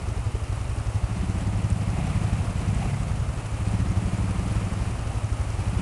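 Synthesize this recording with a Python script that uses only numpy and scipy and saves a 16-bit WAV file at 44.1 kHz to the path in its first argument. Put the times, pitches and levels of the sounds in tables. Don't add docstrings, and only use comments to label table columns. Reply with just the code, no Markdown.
import sys
import numpy as np
from scipy import signal
from scipy.fft import rfft, irfft, next_fast_len
from scipy.io import wavfile
from scipy.ndimage import uniform_filter1d, map_coordinates

SR = 44100
rng = np.random.default_rng(int(sys.argv[2]) if len(sys.argv) > 2 else 0)


def voltage_ratio(decibels):
    exponent = np.asarray(decibels, float) / 20
    return 10 ** exponent


def wrap_up_sound(samples):
    columns = np.atleast_2d(samples).T
    tamed = np.clip(columns, -1, 1)
    steps = np.round(tamed * 32767).astype(np.int16)
    wavfile.write(sys.argv[1], SR, steps)


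N = 256320

# time_s, level_db (before surges)
WASH = [(0, -41), (1.6, -41), (2.4, -39.5), (3.6, -40.5), (4.8, -39.5), (5.81, -40)]
# frequency_hz, relative density_db (per Hz)
STREAM_COLOUR = [(100, -36), (170, -2.5), (250, 2.5), (330, -1), (420, -4), (600, -2), (780, -2),
                 (1000, -5.5), (1250, -4.5), (1550, -12), (2600, -12), (3050, -14.5), (3350, -20),
                 (6500, -21), (9800, -20), (12500, -21.5)]
ENGINE_RUMBLE_COLOUR = [(3, -18), (16, -8), (38, -8), (70, -5), (95, 0), (130, -3), (160, -14), (220, -40)]
TICK_COLOUR = [(200, -18), (350, 10), (600, -6), (1500, -8.5), (3500, -22), (6000, -13), (10000, -29),
               (12500, -23)]
RASP_COLOUR = [(250, -28), (350, -0.5), (520, -6.5), (720, 7), (1000, -9), (1600, -12), (2250, -4),
               (2900, -9.5), (3400, -18), (6000, -24), (12500, -19)]
CLATTER_COLOUR = [(250, -44), (400, -5), (750, 1), (1300, -3.5), (1600, -7), (2600, -5.5), (3400, -14),
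                  (6000, -17.5), (10000, -18), (12500, -20)]
# start_s, level_db (before onset and decay), pitch_hz
SPATTERS = [(1.299, -39, 6350), (1.3838, -38, 6240), (2.6828, -33, 6160), (3.0306, -36, 7340),
            (3.2277, -38, 9400), (3.3613, -38, 8420), (3.4645, -30, 7240), (3.6844, -28.5, 8900),
            (4.176, -32, 7240), (4.3087, -31, 9560), (4.4618, -34, 9880), (4.5237, -30, 10000),
            (5.244, -34, 6130), (5.675, -39, 9500)]
# time_s, firings_per_s
IDLER_NEAR_SPEED = [(0.0, 11.11), (0.8, 11.74), (2.81, 11.43), (3.41, 11.77), (4.01, 11.58), (4.21, 12.04),
                    (4.81, 11.5), (5.01, 12.22), (5.81, 10.68)]
IDLER_FAR_SPEED = [(0.0, 13.22), (0.8, 12.93), (2.0, 13.34), (2.2, 13.06), (3.21, 13.62), (4.01, 12.88),
                   (4.21, 13.53), (5.81, 13.39)]
BLIP_SPEED = [(1.3, 23), (1.6, 26), (1.92, 26.3), (2.04, 29.2), (2.17, 29.8), (2.31, 35.2), (2.45, 33.5),
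              (2.6, 28), (2.7, 24.8), (2.83, 33), (2.93, 35.7), (3.0, 33.8), (3.12, 27.6), (3.3, 22.5)]
CRAWLER_SPEED = [(0.0, 11.91), (0.71, 11.74), (0.99, 12.67), (1.28, 16.24), (1.56, 17.51), (2.27, 17.73),
                 (2.55, 17.24), (2.98, 13.83), (3.26, 13.02), (3.54, 13.65), (3.97, 18.68), (4.25, 18.14),
                 (4.68, 19.54), (4.96, 17.58), (5.1, 13.81), (5.39, 11.51), (5.81, 16.83)]
# centre_hz, width_hz (of each of two passes), gain_db, polarity (signed factor on the gain)
PIPE_NEAR = [(58, 56.7, -35, -0.93), (107.2, 18.5, -31.5, 0.95)]
PIPE_FAR = [(57.4, 40.5, -36, -1.08), (113.2, 47.5, -38.5, 0.97)]
PIPE_BLIP = [(68, 82, -8, -1.02), (144.8, 44, 1.5, 1), (217, 40, -10.5, -1.06)]
PIPE_CRAWLER = [(97.3, 23.3, 0.3, 1), (179.7, 35, -1.74, 0.95), (273, 41, -12.5, 0.93), (323.4, 33, -18, 1)]
# open_s, close_s, opening_level_db, closing_level_db
BLIPS = [(1.55, 1.85, -39, -38.5), (1.98, 2.33, -31.5, -33), (2.7, 3.1, -30, -31.5)]
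CRAWLER_THROTTLE = [(1.17, 2.75, -31, -33.5), (3.7, 4.74, -29.5, -30.5), (5.7, 5.81, -31.5, -28.5)]
# peak_s, peak_db
RASP_BURSTS = [(2.0, -40.5), (2.3, -43.5), (2.82, -39)]
# frequency_hz, gain_db
MICROPHONE = [(9800, 0.5), (10500, -2), (11300, -11.5), (12100, -20), (12500, -40)]


def unit(x):
    return x / np.sqrt(np.mean(x ** 2) + 1e-20)


def curves(rows):
    time_s, *columns = np.transpose(rows)
    return [np.interp(np.arange(N) / SR, time_s, column) for column in columns]


def wobble(knots_per_s):
    knots = rng.standard_normal(int(N * knots_per_s / SR) + 4)
    return map_coordinates(knots, [np.arange(N) * knots_per_s / SR])


def filtered(x, response):
    size = next_fast_len(N + SR // 2)
    return irfft(rfft(x, size) * response(np.fft.rfftfreq(size, 1 / SR)), size)[:N]


def noise(colour, patchy_db):
    bins = signal.stft(rng.standard_normal(N), nperseg=512)[2]
    patches = uniform_filter1d(rng.standard_normal(bins.shape), size=6, axis=0)
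    patches = uniform_filter1d(patches, size=8, axis=1)
    patchy = signal.istft(bins * voltage_ratio(patchy_db * unit(patches)), nperseg=512)[1][:N]
    hz, db = np.transpose(colour)

    def response(f):
        return voltage_ratio(np.interp(np.log(f + 1), np.log(hz + 1), db, left=-120, right=-120))

    return unit(filtered(patchy, response))


def openings(rows, idle_db, rise_db_per_s, fall_db_per_s):
    t = np.arange(N) / SR
    held_db = []
    for open_s, close_s, open_db, close_db in rows:
        level_db = np.interp(t, [open_s, close_s], [open_db, close_db])
        level_db = level_db - rise_db_per_s * np.maximum(open_s - t, 0)
        held_db.append(level_db - fall_db_per_s * np.maximum(t - close_s, 0))
    return np.maximum(np.max(held_db, axis=0), idle_db)


def exhaust(rate, first, pipe, level_db):
    jitter_s, scatter_db = .00015, .9
    cycle = np.floor(np.cumsum(rate) / SR - first)
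    fired = np.flatnonzero(np.diff(cycle) > 0)
    chance = rng.standard_normal((len(fired), 2))
    at = fired + np.round(jitter_s * SR * chance[:, 0]).astype(int)
    at = np.clip(at, 0, N - 1)
    pulse_db = (level_db + np.zeros(N))[fired] + scatter_db * chance[:, 1]
    pulse = voltage_ratio(pulse_db) * SR / (2 * rate[fired])

    def ring(f):
        total = 0
        for hz, width_hz, gain_db, polarity in pipe:
            band = 1j * f * width_hz / (hz * hz - f * f + 1j * f * width_hz)
            total = total + polarity * voltage_ratio(gain_db) * band ** 2
        return total

    return filtered(np.bincount(at, pulse, N), ring)


def gate(rate, centre, sharp):
    phase = 2 * np.pi * (np.cumsum(rate) / SR - centre)
    return unit(np.exp(sharp * np.cos(phase)))


def bubbles(count, centre_hz, spread, cycles, size_db):
    draw, pick = rng.standard_normal((count, 2)), rng.random((count, 2))
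    hz = np.clip(centre_hz * np.exp(spread * draw[:, :1]), 200, 11000)
    k = np.arange(700)
    turn = k * hz / SR
    chirp = np.sin(2 * np.pi * turn * (1 + 0.11 * turn / cycles))
    grain = chirp * turn * np.exp(-3 * turn / cycles)
    grain *= voltage_ratio(-size_db * np.log(1 - pick[:, :1]))
    at = (pick[:, 1:] * N).astype(int) + k
    return unit(np.bincount(at.ravel(), grain.ravel(), N + len(k))[:N])


def spatters():
    onset_s, decay_60db_s = 0.00042, 0.0069
    out, t = np.zeros(N + SR), np.arange(400) / SR
    for start_s, level_db, pitch_hz in SPATTERS:
        envelope = voltage_ratio(level_db - 60 * t / decay_60db_s) * (1 - np.exp(-t / onset_s))
        out[round(start_s * SR):][:len(t)] += envelope * np.sin(2 * np.pi * pitch_hz * t)
    return out[:N]


def stream():
    surge_db = .15 * wobble(1.5) + .3 * wobble(12) + .7 * wobble(60)
    rush = voltage_ratio(curves(WASH)[0] + surge_db) * noise(STREAM_COLOUR, patchy_db=0.22)
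    gurgle = voltage_ratio(-54) * bubbles(count=4000, centre_hz=1300, spread=.6, cycles=5, size_db=1.8)
    spray = voltage_ratio(-58) * bubbles(count=1500, centre_hz=9000, spread=.18, cycles=5, size_db=2.5)
    return rush + gurgle + spray + spatters()


def engine_rumble():
    return voltage_ratio(-39.5 + wobble(3)) * noise(ENGINE_RUMBLE_COLOUR, patchy_db=1)


def idlers():
    (near,), (far,) = curves(IDLER_NEAR_SPEED), curves(IDLER_FAR_SPEED)
    thump = exhaust(near, .844, PIPE_NEAR, level_db=0)
    thump += exhaust(far, .473, PIPE_FAR, level_db=0)
    tick_db = -52 + 0.9 * wobble(12)
    tick = voltage_ratio(tick_db) * gate(near, centre=.99, sharp=29) * noise(TICK_COLOUR, patchy_db=1.5)
    return thump + tick


def blipped():
    rate, = curves(BLIP_SPEED)
    level_db = openings(BLIPS, idle_db=-53, rise_db_per_s=70, fall_db_per_s=36)
    bursts = [(peak_s, peak_s, peak_db, peak_db) for peak_s, peak_db in RASP_BURSTS]
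    rasp_db = openings(bursts, idle_db=-np.inf, rise_db_per_s=120, fall_db_per_s=58)
    rasp = voltage_ratio(rasp_db) * gate(rate, centre=0, sharp=0.33) * noise(RASP_COLOUR, patchy_db=0.5)
    return exhaust(rate, 0, PIPE_BLIP, level_db) + rasp


def crawler():
    rate, = curves(CRAWLER_SPEED)
    level_db = openings(CRAWLER_THROTTLE, idle_db=-51, rise_db_per_s=68, fall_db_per_s=49)
    first = .113
    closed_db = level_db - np.max(level_db)
    boom = exhaust(rate, first, PIPE_CRAWLER[:1], level_db - 0.31 * closed_db)
    bark = exhaust(rate, first, PIPE_CRAWLER[1:], level_db)
    clatter_db = -45.5 + 0.42 * closed_db + 1.5 * wobble(18)
    clatter = gate(rate, centre=.33, sharp=0.35) * noise(CLATTER_COLOUR, patchy_db=1.5)
    return boom + bark + voltage_ratio(clatter_db) * clatter


def scene():
    return (stream() + engine_rumble() + idlers() + blipped() + crawler())[None]


def low_pass(x):
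    return signal.sosfilt(signal.butter(12, 12230, fs=SR, output="sos"), x)


def record(dry):
    hz, db = np.transpose(MICROPHONE)
    heard = filtered(dry[0], lambda f: voltage_ratio(np.interp(f, hz, db)))
    return low_pass(heard[None])


dry = scene()
out = record(dry)
wrap_up_sound(out)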